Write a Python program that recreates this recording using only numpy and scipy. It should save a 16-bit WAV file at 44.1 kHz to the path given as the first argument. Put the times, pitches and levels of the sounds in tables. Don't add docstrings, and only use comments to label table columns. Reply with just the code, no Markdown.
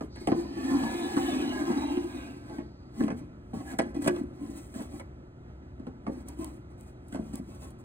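import sys
import numpy as np
from scipy import signal
from scipy.fft import rfft, irfft
from scipy.io import wavfile
from scipy.ndimage import uniform_filter1d

SR = 44100
rng = np.random.default_rng(int(sys.argv[2]) if len(sys.argv) > 2 else 0)


def waveform_to_disk(signal):
    frames = np.transpose(np.atleast_2d(signal))
    scaled = np.clip(frames, -1, 1) * 32767
    samples = np.round(scaled).astype(np.int16)
    wavfile.write(sys.argv[1], SR, samples)


N = 345744
TIME_S = np.arange(N) / SR
RING_S = TIME_S[:SR // 4]

# (time [s], friction [dB], brightness [dB])
SLIDE = [(.3, -47, -6), (.52, -51.5, -3.5), (.66, -39.5, -1.5), (.8, -37, 0.5), (1.06, -38.5, 1.5),
         (1.22, -38.5, 6.5), (1.35, -37, -2), (1.52, -38.5, -0.5), (1.68, -39, -3), (1.88, -40.5, -6),
         (2.06, -48.5, 4.5), (2.24, -47, -0.5), (2.42, -58, -1.5), (2.57, -51, 2), (2.72, -74, -17)]
# (full-force time [s], swell [s], hold [s], stop t60 [s], friction [dB], brightness [dB])
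SHOVES = [(.01, .015, 0.019, 0.22, -52.5, -2.5), (.165, 0.035, 0.017, .28, -57.5, 1),
          (.208, .02, 0.016, 0.37, -53, 4.5), (.361, 0.017, .047, 0.22, -50, 8.5),
          (3.0, 0.082, .04, 0.27, -45.5, 1), (3.1, .033, 0.11, 0.41, -57, -11),
          (3.175, 0.04, 0.02, 0.082, -56.5, 11.5), (3.538, 0.0062, 0.06, 0.22, -48.5, -1.5),
          (3.705, 0.18, 0.023, .17, -45.5, 7.5), (3.815, .028, 0.089, 0.16, -56, -4),
          (3.95, 0.016, 0.025, 0.23, -48.5, -5.5), (4.025, 0.03, 0.044, 0.26, -43, 8),
          (4.111, 0.023, 0.078, 0.21, -50, 2), (4.45, 0.27, .13, 0.16, -53.5, -2),
          (4.48, .13, 0.19, 0.16, -63.5, 24), (4.57, 0.022, .016, 0.32, -58, 29.5),
          (4.7, 0.022, .04, 0.19, -61.5, 18), (4.752, 0.049, 0.068, 0.3, -47.5, 8),
          (4.942, 0.16, 0.047, 0.2, -52, 4.5), (6.13, 0.12, 0.08, 0.17, -55.5, -1),
          (6.285, 0.037, .012, 0.13, -50, 3), (6.325, .03, 0.014, .2, -58, 6),
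          (6.402, 0.043, .045, .15, -51.5, 12), (6.475, .03, 0.014, .25, -51.5, 3),
          (6.54, .03, 0.0092, .25, -63.5, 15), (6.712, .03, 0.0073, .16, -64.5, 9),
          (6.78, .015, 0.059, .15, -65.5, 11), (6.87, .04, .02, 0.18, -61.5, 10),
          (7.135, 0.11, 0.026, 0.38, -53.5, 5.5), (7.23, 0.067, 0.087, 0.3, -58, 6.5),
          (7.333, 0.016, 0.02, .15, -48.5, 4.5), (7.378, .02, .012, 0.067, -53, 9),
          (7.505, 0.21, 0.062, 0.12, -57, 4.5), (7.549, .012, 0.0048, 0.055, -57, 19),
          (7.625, 0.061, 0.022, 0.25, -52, 13), (7.788, 0.011, 0.024, 0.086, -65.5, 15)]
# (time [s], thump [dB], clack [dB], tick [dB], panel focus [Hz], board focus [Hz], chatter decay [s])
KNOCKS = [(0.008, -33, -34.5, -66, 235, 1280, 0.0011), (0.159, -61, -47, -59.5, 300, 1780, 0.011),
          (0.2721, -23, -23.5, -44, 337, 734, 0.0032), (0.285, -23.5, -33, -51, 322, 760, 0.0055),
          (0.3176, -16, -26, -61, 310, 736, 0.0068), (0.361, -31.5, -53, -73, 345, 750, .004),
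          (0.707, -25, -47, -59, 300, 764, 0.0056), (0.742, -23, -40, -64, 305, 760, .005),
          (0.828, -25, -33, -73, 263, 820, 0.013), (1.167, -18.5, -29, -53, 297, 1040, 0.0063),
          (1.698, -28, -35.5, -75, 287, 790, 0.019), (1.97, -25, -40, -59, 318, 940, 0.0053),
          (2.497, -61, -45.5, -66, 242, 734, 0.023), (2.583, -28, -42, -64.5, 272, 700, 0.02),
          (3.006, -18.5, -32, -75, 260, 1680, 0.0036), (3.037, -21, -38, -52.5, 260, 890, 0.0033),
          (3.065, -25.5, -48, -60, 216, 650, 0.0048), (3.08, -32, -32.5, -59, 231, 1650, 0.0034),
          (3.103, -28.5, -34.5, -63, 216, 1650, 0.0093), (3.119, -27, -57, -64, 198, 1680, .005),
          (3.533, -33, -39, -77, 194, 720, 0.01), (3.603, -37.5, -46, -69, 198, 736, 0.011),
          (3.735, -33.5, -43, -71, 240, 740, 0.0068), (3.789, -22.5, -22, -41.5, 245, 1730, 0.0029),
          (3.795, -26.5, -22.5, -47, 305, 574, 0.0027), (3.818, -33, -44, -50, 280, 594, 0.015),
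          (3.946, -31.5, -43, -62, 270, 700, 0.0063), (4.019, -51, -43, -54, 282, 1650, 0.0025),
          (4.044, -29, -40, -45, 290, 1450, 0.012), (4.061, -23.5, -29.5, -47, 290, 620, 0.0038),
          (4.074, -18, -22.5, -37, 373, 512, 0.0062), (4.079, -37, -25.5, -37, 350, 1650, 0.0035),
          (4.089, -31, -38, -69, 362, 600, 0.0061), (4.162, -35, -38.5, -55.5, 300, 1300, 0.0065),
          (4.21, -26, -66, -86, 268, 730, 0.0045), (4.431, -32, -58, -73, 268, 760, 0.005),
          (4.741, -45, -49, -53, 245, 1650, 0.0071), (4.797, -36, -40.5, -80, 224, 715, 0.0085),
          (4.806, -40, -48, -52, 250, 1650, 0.0025), (4.935, -35, -52, -79, 266, 730, 0.0056),
          (4.997, -57, -42, -55, 270, 2040, 0.0062), (5.797, -35, -54, -75, 256, 730, .005),
          (5.868, -34, -40.5, -68, 212, 496, 0.0034), (5.88, -36, -48, -78, 224, 730, .005),
          (6.066, -37, -34, -69, 213, 1815, 0.0047), (6.076, -26.5, -41, -69, 220, 517, 0.0061),
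          (6.093, -27.5, -35.5, -102, 255, 516, 0.0073), (6.109, -31, -63, -89, 220, 609.5, 0.0077),
          (6.389, -30.5, -55, -58, 297, 1060, 0.0048), (7.125, -34.5, -45.5, -51.5, 234, 1790, .006),
          (7.145, -31.5, -34, -62, 290, 1440, 0.0082), (7.156, -32, -41, -55, 230, 680, 0.0082),
          (7.191, -27.5, -39, -83, 213, 694, 0.0059), (7.336, -31.5, -54, -50.5, 216, 706, 0.0082),
          (7.393, -30.5, -50.5, -97, 195, 690, 0.0052)]
# (time [s], blend from mode levels A toward B [fraction])
TONE_BLEND = [(.3, 0.16), (.6, 0), (1.9, 0), (2.6, 0.13), (3.0, 0.12)]
# (frequency [Hz], level A [dB], level B [dB], base t60 [s])
PANEL_MODES = [(122, 8.5, 15.5, 0.023), (145, -23, 7, 0.093), (164.4, -7.5, 20, 0.32), (195, -9, 6, 0.18),
               (221.9, -1, 0.5, 0.18), (245, 4, -20, 0.092), (267.7, 1.5, -10, 0.043),
               (289.2, 1, -8, 0.098), (306.5, -9, 4, 0.068), (343.9, 0, 5.5, 0.18), (373.3, -6, 0.5, 0.13)]
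# (frequency [Hz], level A [dB], level B [dB], base t60 [s])
BOARD_MODES = [(428, -8, 22.5, 0.17), (500, -3, 22, 0.095), (539, -9.5, 12, 0.15), (604, 3, 9.5, 0.023),
               (647, 0, 16.5, 0.076), (738, 7, -27, 0.046), (812, 10.5, -27, 0.038),
               (962, -11.5, -33, 0.077), (1056, 9, -17.5, 0.027), (1223, -0.5, -17.5, 0.032),
               (1437, -11, -2, 0.033), (1650, 0.5, 15, 0.022), (1823, -5.5, 2, 0.02), (2137, -4, -4, 0.016),
               (2500, -4, -36, 0.019), (2887, -6.5, -12, 0.018), (3330, -7.5, -34, 0.017),
               (4010, -10.5, -59, 0.0046)]
# (frequency [Hz], level A [dB], level B [dB], t60 [s])
RAIL_MODES = [(927, 3.5, -6, 0.063), (1440, -6.5, -2, 0.052), (1657, 11, 1, 0.091), (2062, -7.5, 2, 0.04),
              (2314, -2.5, -6, 0.058), (2588, -1.5, -1, .08), (2829, -5, 5, 0.045), (2902, 1, 3, 0.027),
              (3420, -4.5, -7, 0.064), (3826, -4.5, -14, 0.03), (4010, -7.5, -8, 0.048)]
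# (frequency [Hz], width [Hz], level [dB])
SHEEN_MODES = [(7700, 190, -17), (8350, 130, 5), (9380, 160, 4), (9810, 170, 7)]
# (time [s], frequency [Hz], level [dB], t60 [s])
CAVITY_RINGS = [(.335, 336, -24, 0.44), (4.083, 352.8, -20, 0.34), (6.394, 317.7, -33, .4)]
# (time [s], length [s], frequency [Hz], level [dB])
SQUEAKS = [(0.598, 0.2, 273.2, -22.5), (1.275, 0.048, 752, -34), (1.72, 0.24, 844, -41),
           (1.93, 0.17, 351.2, -33), (3.643, 0.11, 1677, -50), (3.952, 0.071, 277, -33),
           (6.376, 0.11, 1027, -51), (6.385, 0.1, 650, -53)]
# (time [s], level [dB], t60 [s])
SNAPS = [(0.133, -91, 0.02), (0.274, -49, 0.034), (3.787, -35, 0.0044), (4.022, -46, 0.046),
         (4.078, -31.5, 0.012), (4.235, -64, .014), (4.822, -50.5, 0.022), (6.083, -63, .012),
         (6.285, -43, 0.022), (6.445, -37.5, 0.0033), (6.81, -53, 0.0049), (7.083, -59, 0.033),
         (7.139, -50, 0.019), (7.356, -39.5, 0.0087), (7.704, -58, 0.049)]
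# (frequency [Hz], level [dB])
WOOD_SPECTRUM = [(300, -23), (480, -2), (750, 5), (1050, -2.5), (1400, -7.5), (2000, -7), (2600, -19),
                 (3000, -25), (4200, -8.5), (6000, -10.5), (15000, -83)]
# (frequency [Hz], level [dB])
PAINT_SPECTRUM = [(2500, 4), (4500, 0), (6300, 5), (8500, 9), (11000, 0), (14500, -0.5), (17000, -8.5)]
# (frequency [Hz], level [dB])
TICK_SPECTRUM = [(1500, -26), (4000, -6), (6300, 0.5), (8500, 13.5), (11000, 5.5), (16000, -48)]
# (frequency [Hz], level [dB])
SNAP_SPECTRUM = [(1000, -40), (3000, 7), (4500, 5), (6500, 10), (8500, 21), (11000, 17), (16000, 3)]
# (frequency [Hz], level [dB])
AIR_SPECTRUM = [(20, -21), (45, -10), (65, 2), (90, -3.5), (125, -6.5), (170, -10), (300, -9), (370, -15.5),
                (440, -19.5), (750, -23), (1400, -29), (3000, -42.5), (6500, -50), (15000, -69)]
# (frequency [Hz], level [dB])
FAN_TONES = [(64.6, -60), (123.8, -57), (360.7, -59.5)]
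# (frequency [Hz], left phase lead [rad], left minus right [dB])
MIC_PAIR = [(60, 0, .2), (200, -.3, .8), (320, -.8, 3), (420, -1.15, -2.5), (600, -1.3, -5),
            (1000, -2.1, -3), (1350, -2, -3), (1680, -2.2, -1), (1950, -3.8, -1), (4100, -4.2, 0),
            (5600, -3.1, 0), (8500, 0, 0), (11700, 3.1, 0), (15000, 6.3, 0)]

SLIDE_RUMBLE_DB, SLIDE_HISS_DB, SHOVE_RUMBLE_DB, SHOVE_HISS_DB = 6, -13, 10, -11
RUMBLE_PER_BRIGHT, HISS_PER_BRIGHT = -0.59, 0.53
SHOVE_SWELL_DB, JUDDER_HZ, JUDDER_DB = 22.5, 12, 3.5
REBOUND_S, REBOUND_SCATTER_S, REBOUND_DB, REBOUND_SOFTER_DB = 0.019, 0.00604, -11.5, 9.5
BOARD_DETUNE, BOARD_FOCUS_DB, BOARD_FOCUS_OCT = 0.011, 10.5, 0.13
CHATTER_PER_S, CHATTER_DB = 800, -4
RAILS_DB, RAILS_SAG_PER_S = -6.5, 0.06
ECHO_DELAY_S, ECHO_DB = (0.0008, 0.01), -4


def rubbing():
    rumble_gain, rasp_gain, hiss_gain = friction_gains()
    grip = walk(rate_hz=45)
    rumble, rasp, hiss = panel_rumble(), board_rasp(), paint_hiss()
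    rasp, hiss = (unit(x + undb(ECHO_DB) * lid_echoes(x, rate_hz=7)) for x in (rasp, hiss))
    judder_db = JUDDER_DB * np.sin(2 * np.pi * JUDDER_HZ * TIME_S + 3.18 * walk(rate_hz=8))
    return (rumble * rumble_gain * undb(judder_db + 1.5 * grip)
            + rasp * rasp_gain * undb(-3 + 0.76 * grip)
            + hiss * hiss_gain * undb(-0.8 + 1.3 * grip))


def friction_gains():
    times_s, push_db, bright_db = np.transpose(SLIDE)
    push = undb(np.interp(TIME_S, times_s, push_db)) * (TIME_S > times_s[0]) * (TIME_S < times_s[-1])
    bright_db = np.interp(TIME_S, times_s, bright_db)
    rumble = push * undb(SLIDE_RUMBLE_DB + RUMBLE_PER_BRIGHT * bright_db)
    hiss = push * undb(SLIDE_HISS_DB + HISS_PER_BRIGHT * bright_db)
    power = np.array([rumble, push, hiss]) ** 2
    for at_s, swell_s, hold_s, t60_s, db, bright_db in SHOVES:
        swell_db = -SHOVE_SWELL_DB * (at_s - TIME_S).clip(0, 1) / swell_s
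        stop_db = -60 * (TIME_S - at_s - hold_s).clip(0, 1) / t60_s
        rumble_db = db + SHOVE_RUMBLE_DB + RUMBLE_PER_BRIGHT * bright_db
        hiss_db = db + SHOVE_HISS_DB + HISS_PER_BRIGHT * bright_db
        power += np.outer(undb([rumble_db, db, hiss_db]), undb(swell_db + stop_db)) ** 2
    return np.sqrt(power)


def panel_rumble():
    times_s, _, _, _, panel_hz, _, _ = np.transpose(KNOCKS)
    rumble = dragged_modes(PANEL_MODES, slips(per_s=900, spread_db=1.16), wander_db=3.5, rate_hz=7,
                           focus_hz=np.interp(TIME_S, times_s, panel_hz), db_per_oct2=25.5)
    swing = np.sqrt(uniform_filter1d(rumble ** 2, size=900).clip(1e-9))
    return unit(rumble / swing ** 0.66)


def board_rasp():
    catches = slips(per_s=3000, spread_db=0.5) + undb(9.5) * slips(per_s=70, spread_db=1)
    boards = dragged_modes(BOARD_MODES, catches, wander_db=1, rate_hz=11, focus_hz=910, db_per_oct2=-1)
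    boards = drift(boards, share=0.018, rate_hz=7)
    grit = unit(colour(slips(per_s=1500, spread_db=4), WOOD_SPECTRUM))
    return unit(boards + undb(-3.5) * grit)


def paint_hiss():
    fine = slips(per_s=4500, spread_db=2)
    sheen = sum(undb(db) * unit(resonance(fine, hz, width_hz)) for hz, width_hz, db in SHEEN_MODES)
    sheen = drift(sheen, share=0.0046, rate_hz=4)
    return unit(colour(fine, PAINT_SPECTRUM)) + undb(-7.5) * unit(sheen)


def slips(per_s, spread_db):
    impulses = (rng.random(N) < per_s / SR) * rng.choice([-1, 1], N)
    return impulses * undb(spread_db * rng.exponential(size=N).clip(0, 4))


def dragged_modes(modes, drive, wander_db, rate_hz, focus_hz, db_per_oct2):
    out, power, blend = 0, 0, blend_at(TIME_S)
    for hz, a_db, b_db, t60_s in modes:
        focus_db = -db_per_oct2 * np.log2(hz / focus_hz) ** 2
        gain = undb(a_db + blend * (b_db - a_db) + wander_db * walk(rate_hz) + focus_db)
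        ring = resonance(drive, hz, width_hz=np.log(1000) / (np.pi * t60_s))
        ring = resonance(ring, hz, width_hz=hz / 1.93)
        out += gain * unit(ring) * rng.choice([-1, 1])
        power += gain ** 2
    return out / np.sqrt(power)


def knocking():
    out, lead_s = np.zeros(N), RING_S[:SR // 80]
    for at_s, thump_db, clack_db, tick_db, *contact in KNOCKS:
        blend = blend_at(at_s)
        hard_db = 6.5 + 0.77 * (tick_db - clack_db) + 0.049 * clack_db
        add(out, at_s, knock(blend, thump_db, clack_db, tick_db, hard_db, *contact))
        rebound = knock(blend, thump_db, clack_db, tick_db - REBOUND_SOFTER_DB,
                        hard_db - REBOUND_SOFTER_DB, *contact)
        rebound_s = at_s + REBOUND_S + REBOUND_SCATTER_S * rng.uniform(-1.017, 1)
        add(out, rebound_s, undb(REBOUND_DB) * rebound)
        scuff = crest(burst(np.exp(lead_s / 0.0021), PAINT_SPECTRUM))
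        add(out, at_s - lead_s[-1], undb(tick_db - 6) * scuff)
    return out


def knock(blend, thump_db, clack_db, tick_db, hard_db, panel_hz, board_hz, chatter_s):
    thump = panel_thump(blend, panel_hz)
    clack = board_clack(blend, hard_db, board_hz, chatter_s)
    contact = fade(t60_s=0.0031, rise_s=0.00022) + undb(-5.5) * fade(t60_s=0.035, rise_s=0.0035)
    tick = crest(burst(contact, TICK_SPECTRUM))
    return undb(thump_db + 1) * thump + undb(clack_db - 0.73) * clack + undb(tick_db + 0.5) * tick


def panel_thump(blend, focus_hz):
    hz, a_db, b_db, t60_s = np.transpose(PANEL_MODES)
    focus_db = -np.minimum(40 * np.log2(hz / focus_hz) ** 2, 9)
    gains = undb(a_db + blend * (b_db - a_db) + focus_db)
    waves = sum(gain * fade(decay_s, rise_s=0.00051) * np.cos(2 * np.pi * f * (RING_S - 0.008))
                for f, gain, decay_s in zip(hz, gains, 1.5 * t60_s))
    onset = 1 - np.exp(-(RING_S / 0.0008) ** 2)
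    return crest(waves * onset)


def board_clack(blend, hard_db, focus_hz, chatter_s):
    hz, a_db, b_db, t60_s = np.transpose(BOARD_MODES)
    focus_db = BOARD_FOCUS_DB * np.exp(-(np.log2(hz / focus_hz) / BOARD_FOCUS_OCT) ** 2)
    tilt_db = 0.36 * (hard_db + 16) * np.log2(hz / 1000)
    gains = undb(a_db + blend * (b_db - a_db) + focus_db + tilt_db)
    hz = hz * (1 + BOARD_DETUNE * rng.standard_normal(len(hz)))
    boards = crest(sum(gain * mode(f, decay_s, rise_s=2.6 / f)
                       for f, gain, decay_s in zip(hz, gains, 0.5 * t60_s)))
    crack = crest(burst(fade(t60_s=0.034, rise_s=0.00025), WOOD_SPECTRUM))
    crack_db = -5.5 + 0.47 * (hard_db - 5)
    return crest(convolve(boards + undb(crack_db) * crack, chatter(chatter_s)))


def chatter(decay_s):
    touches = (rng.random(len(RING_S)) < CHATTER_PER_S / SR) * rng.standard_normal(len(RING_S))
    return (RING_S == 0) + undb(CHATTER_DB) * touches * np.exp(-RING_S / decay_s)


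def box_cavity():
    out = np.zeros(N)
    for at_s, hz, db, t60_s in CAVITY_RINGS:
        add(out, at_s, undb(db) * mode(hz, t60_s, rise_s=0.0036))
    return out


def squeaking():
    out = np.zeros(N)
    for at_s, length_s, hz, db in SQUEAKS:
        count = int(length_s * SR)
        pitch_hz = hz * (1 + 0.027 * walk(rate_hz=hz / 8)[:count])
        envelope = (1 + 0.57 * walk(rate_hz=hz / 7)[:count]) * signal.windows.tukey(count, 0.7)
        add(out, at_s, undb(db) * envelope * np.sin(2 * np.pi * np.cumsum(pitch_hz) / SR))
    return out


def singing_rails():
    times_s, push_db, _ = np.transpose(SLIDE)
    start_s, end_s = times_s[0], times_s[-1]
    rails = dragged_modes(RAIL_MODES, slips(per_s=2500, spread_db=1), wander_db=6, rate_hz=8.95,
                          focus_hz=2500, db_per_oct2=-1.5)
    sag = RAILS_SAG_PER_S * (TIME_S.clip(start_s, end_s) - times_s.mean())
    rails = varispeed(rails, 1 - sag + 0.01 * walk(rate_hz=6))
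    pushing = (TIME_S > start_s) & (TIME_S < end_s)
    return rails * undb(RAILS_DB + np.interp(TIME_S, times_s, push_db)) * pushing


def paint_snaps():
    out = np.zeros(N)
    for at_s, db, t60_s in SNAPS:
        add(out, at_s, undb(db) * crest(burst(fade(t60_s, rise_s=0.0001), SNAP_SPECTRUM)))
    return out


def lid_echoes(x, rate_hz, count=10):
    lags = (SR * rng.uniform(*ECHO_DELAY_S, count)).astype(int)
    gains = np.array([walk(rate_hz) for _ in lags])
    returns = sum(gain * np.pad(x, (lag, 0))[:N] for gain, lag in zip(gains, lags))
    return returns / np.sqrt(np.sum(gains ** 2, axis=0))


def room(x, t60_s, wet_db):
    tail = burst(fade(t60_s, rise_s=0.00097), [(200, -4.5), (2000, 3), (12000, -10.5)])
    return undb(wet_db) * convolve(x, tail / np.linalg.norm(tail))


def ventilation():
    rush = unit(colour(rng.standard_normal(N), AIR_SPECTRUM)) * undb(-47.5 + 0.7 * walk(rate_hz=12))
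    hum = sum(undb(db) * np.sqrt(2) * np.sin(2 * np.pi * hz * TIME_S + 1.19 * walk(rate_hz=5))
              for hz, db in FAN_TONES)
    return rush + hum


def faint_hiss(hz=4600, width_hz=1300, fade_db_per_s=6):
    band = resonance(resonance(rng.standard_normal(N), hz, width_hz), hz, width_hz)
    gate = uniform_filter1d(1.0 * ((TIME_S > 0.12) & (TIME_S < 3.2)), size=3000)
    return undb(-56.5 - fade_db_per_s * TIME_S) * unit(band) * gate


def blend_at(time_s):
    return np.interp(time_s, *np.transpose(TONE_BLEND)).clip(0, 1)


def undb(db):
    return np.exp(np.asarray(db) * (np.log(10) / 20))


def unit(x):
    return x / np.sqrt(np.mean(x ** 2))


def crest(x):
    return x / np.sqrt(uniform_filter1d(x ** 2, size=176).max())


def along(hz, points, column=1):
    points = np.array(points)
    return np.interp(np.log(hz + 1), np.log(points[:, 0]), points[:, column])


def colour(x, spectrum, size=4096):
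    cepstrum = irfft(np.log(undb(along(np.fft.rfftfreq(size, 1 / SR), spectrum))))
    cepstrum[1:size // 2] *= 2
    cepstrum[size // 2 + 1:] = 0
    return convolve(x, irfft(np.exp(rfft(cepstrum))))


def burst(envelope, spectrum):
    return colour(rng.standard_normal(len(envelope)) * envelope, spectrum)


def convolve(x, response):
    return signal.fftconvolve(x, response)[:len(x)]


def resonance(x, hz, width_hz):
    return signal.lfilter(*signal.iirpeak(hz, hz / width_hz, fs=SR), x)


def walk(rate_hz):
    knots = rng.standard_normal(2000)
    return 1.3 * np.interp(TIME_S * rate_hz, np.arange(len(knots)), knots)


def varispeed(x, speed):
    return np.interp(np.cumsum(speed), np.arange(N), x, period=N)


def drift(x, share, rate_hz):
    return varispeed(x, 1 + share * walk(rate_hz))


def fade(t60_s, rise_s):
    return (1 - np.exp(-RING_S / rise_s)) * np.exp(-np.log(1000) * RING_S / t60_s)


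def mode(hz, t60_s, rise_s):
    return fade(t60_s, rise_s) * np.sin(2 * np.pi * (hz * RING_S + rng.random()))


def add(out, at_s, sound):
    start = max(int(at_s * SR), 0)
    out[start:start + len(sound)] += sound[:N - start]


def scene():
    snaps = paint_snaps()
    wood = rubbing() + singing_rails() + knocking() + box_cavity() + squeaking() + snaps
    air = ventilation() + faint_hiss()
    tail = colour(room(wood, t60_s=0.45, wet_db=-13.5), [(280, 1), (600, -0.5), (9000, -9)])
    reflected = colour(room(wood + air, t60_s=0.059, wet_db=-10.5),
                       [(100, -15.5), (300, -10), (1000, -4.5), (4000, -6), (9000, -29.5)])
    spread = colour(room(lid_echoes(wood, rate_hz=5), t60_s=0.021, wet_db=-9),
                    [(300, -20.5), (700, -1.5), (1400, -2), (3000, -5), (5500, -10.5), (9000, -23.5)])
    glance = room(snaps, t60_s=0.006, wet_db=-4)
    mid = wood + tail + air
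    side = reflected + spread + glance
    return np.array([mid + side, mid - side])


def record(dry, top_hz=15900):
    hz = np.fft.rfftfreq(N, 1 / SR)
    lead_rad, balance_db = along(hz, MIC_PAIR, column=1), along(hz, MIC_PAIR, column=2)
    left_response = undb(balance_db / 2) * np.exp(0.5j * lead_rad)
    pair = irfft(rfft(dry) * np.array([left_response, 1 / left_response]), N)
    return signal.sosfilt(signal.ellip(8, 0.2, 70, top_hz, fs=SR, output="sos"), pair)


dry = scene()
out = record(dry)
waveform_to_disk(out)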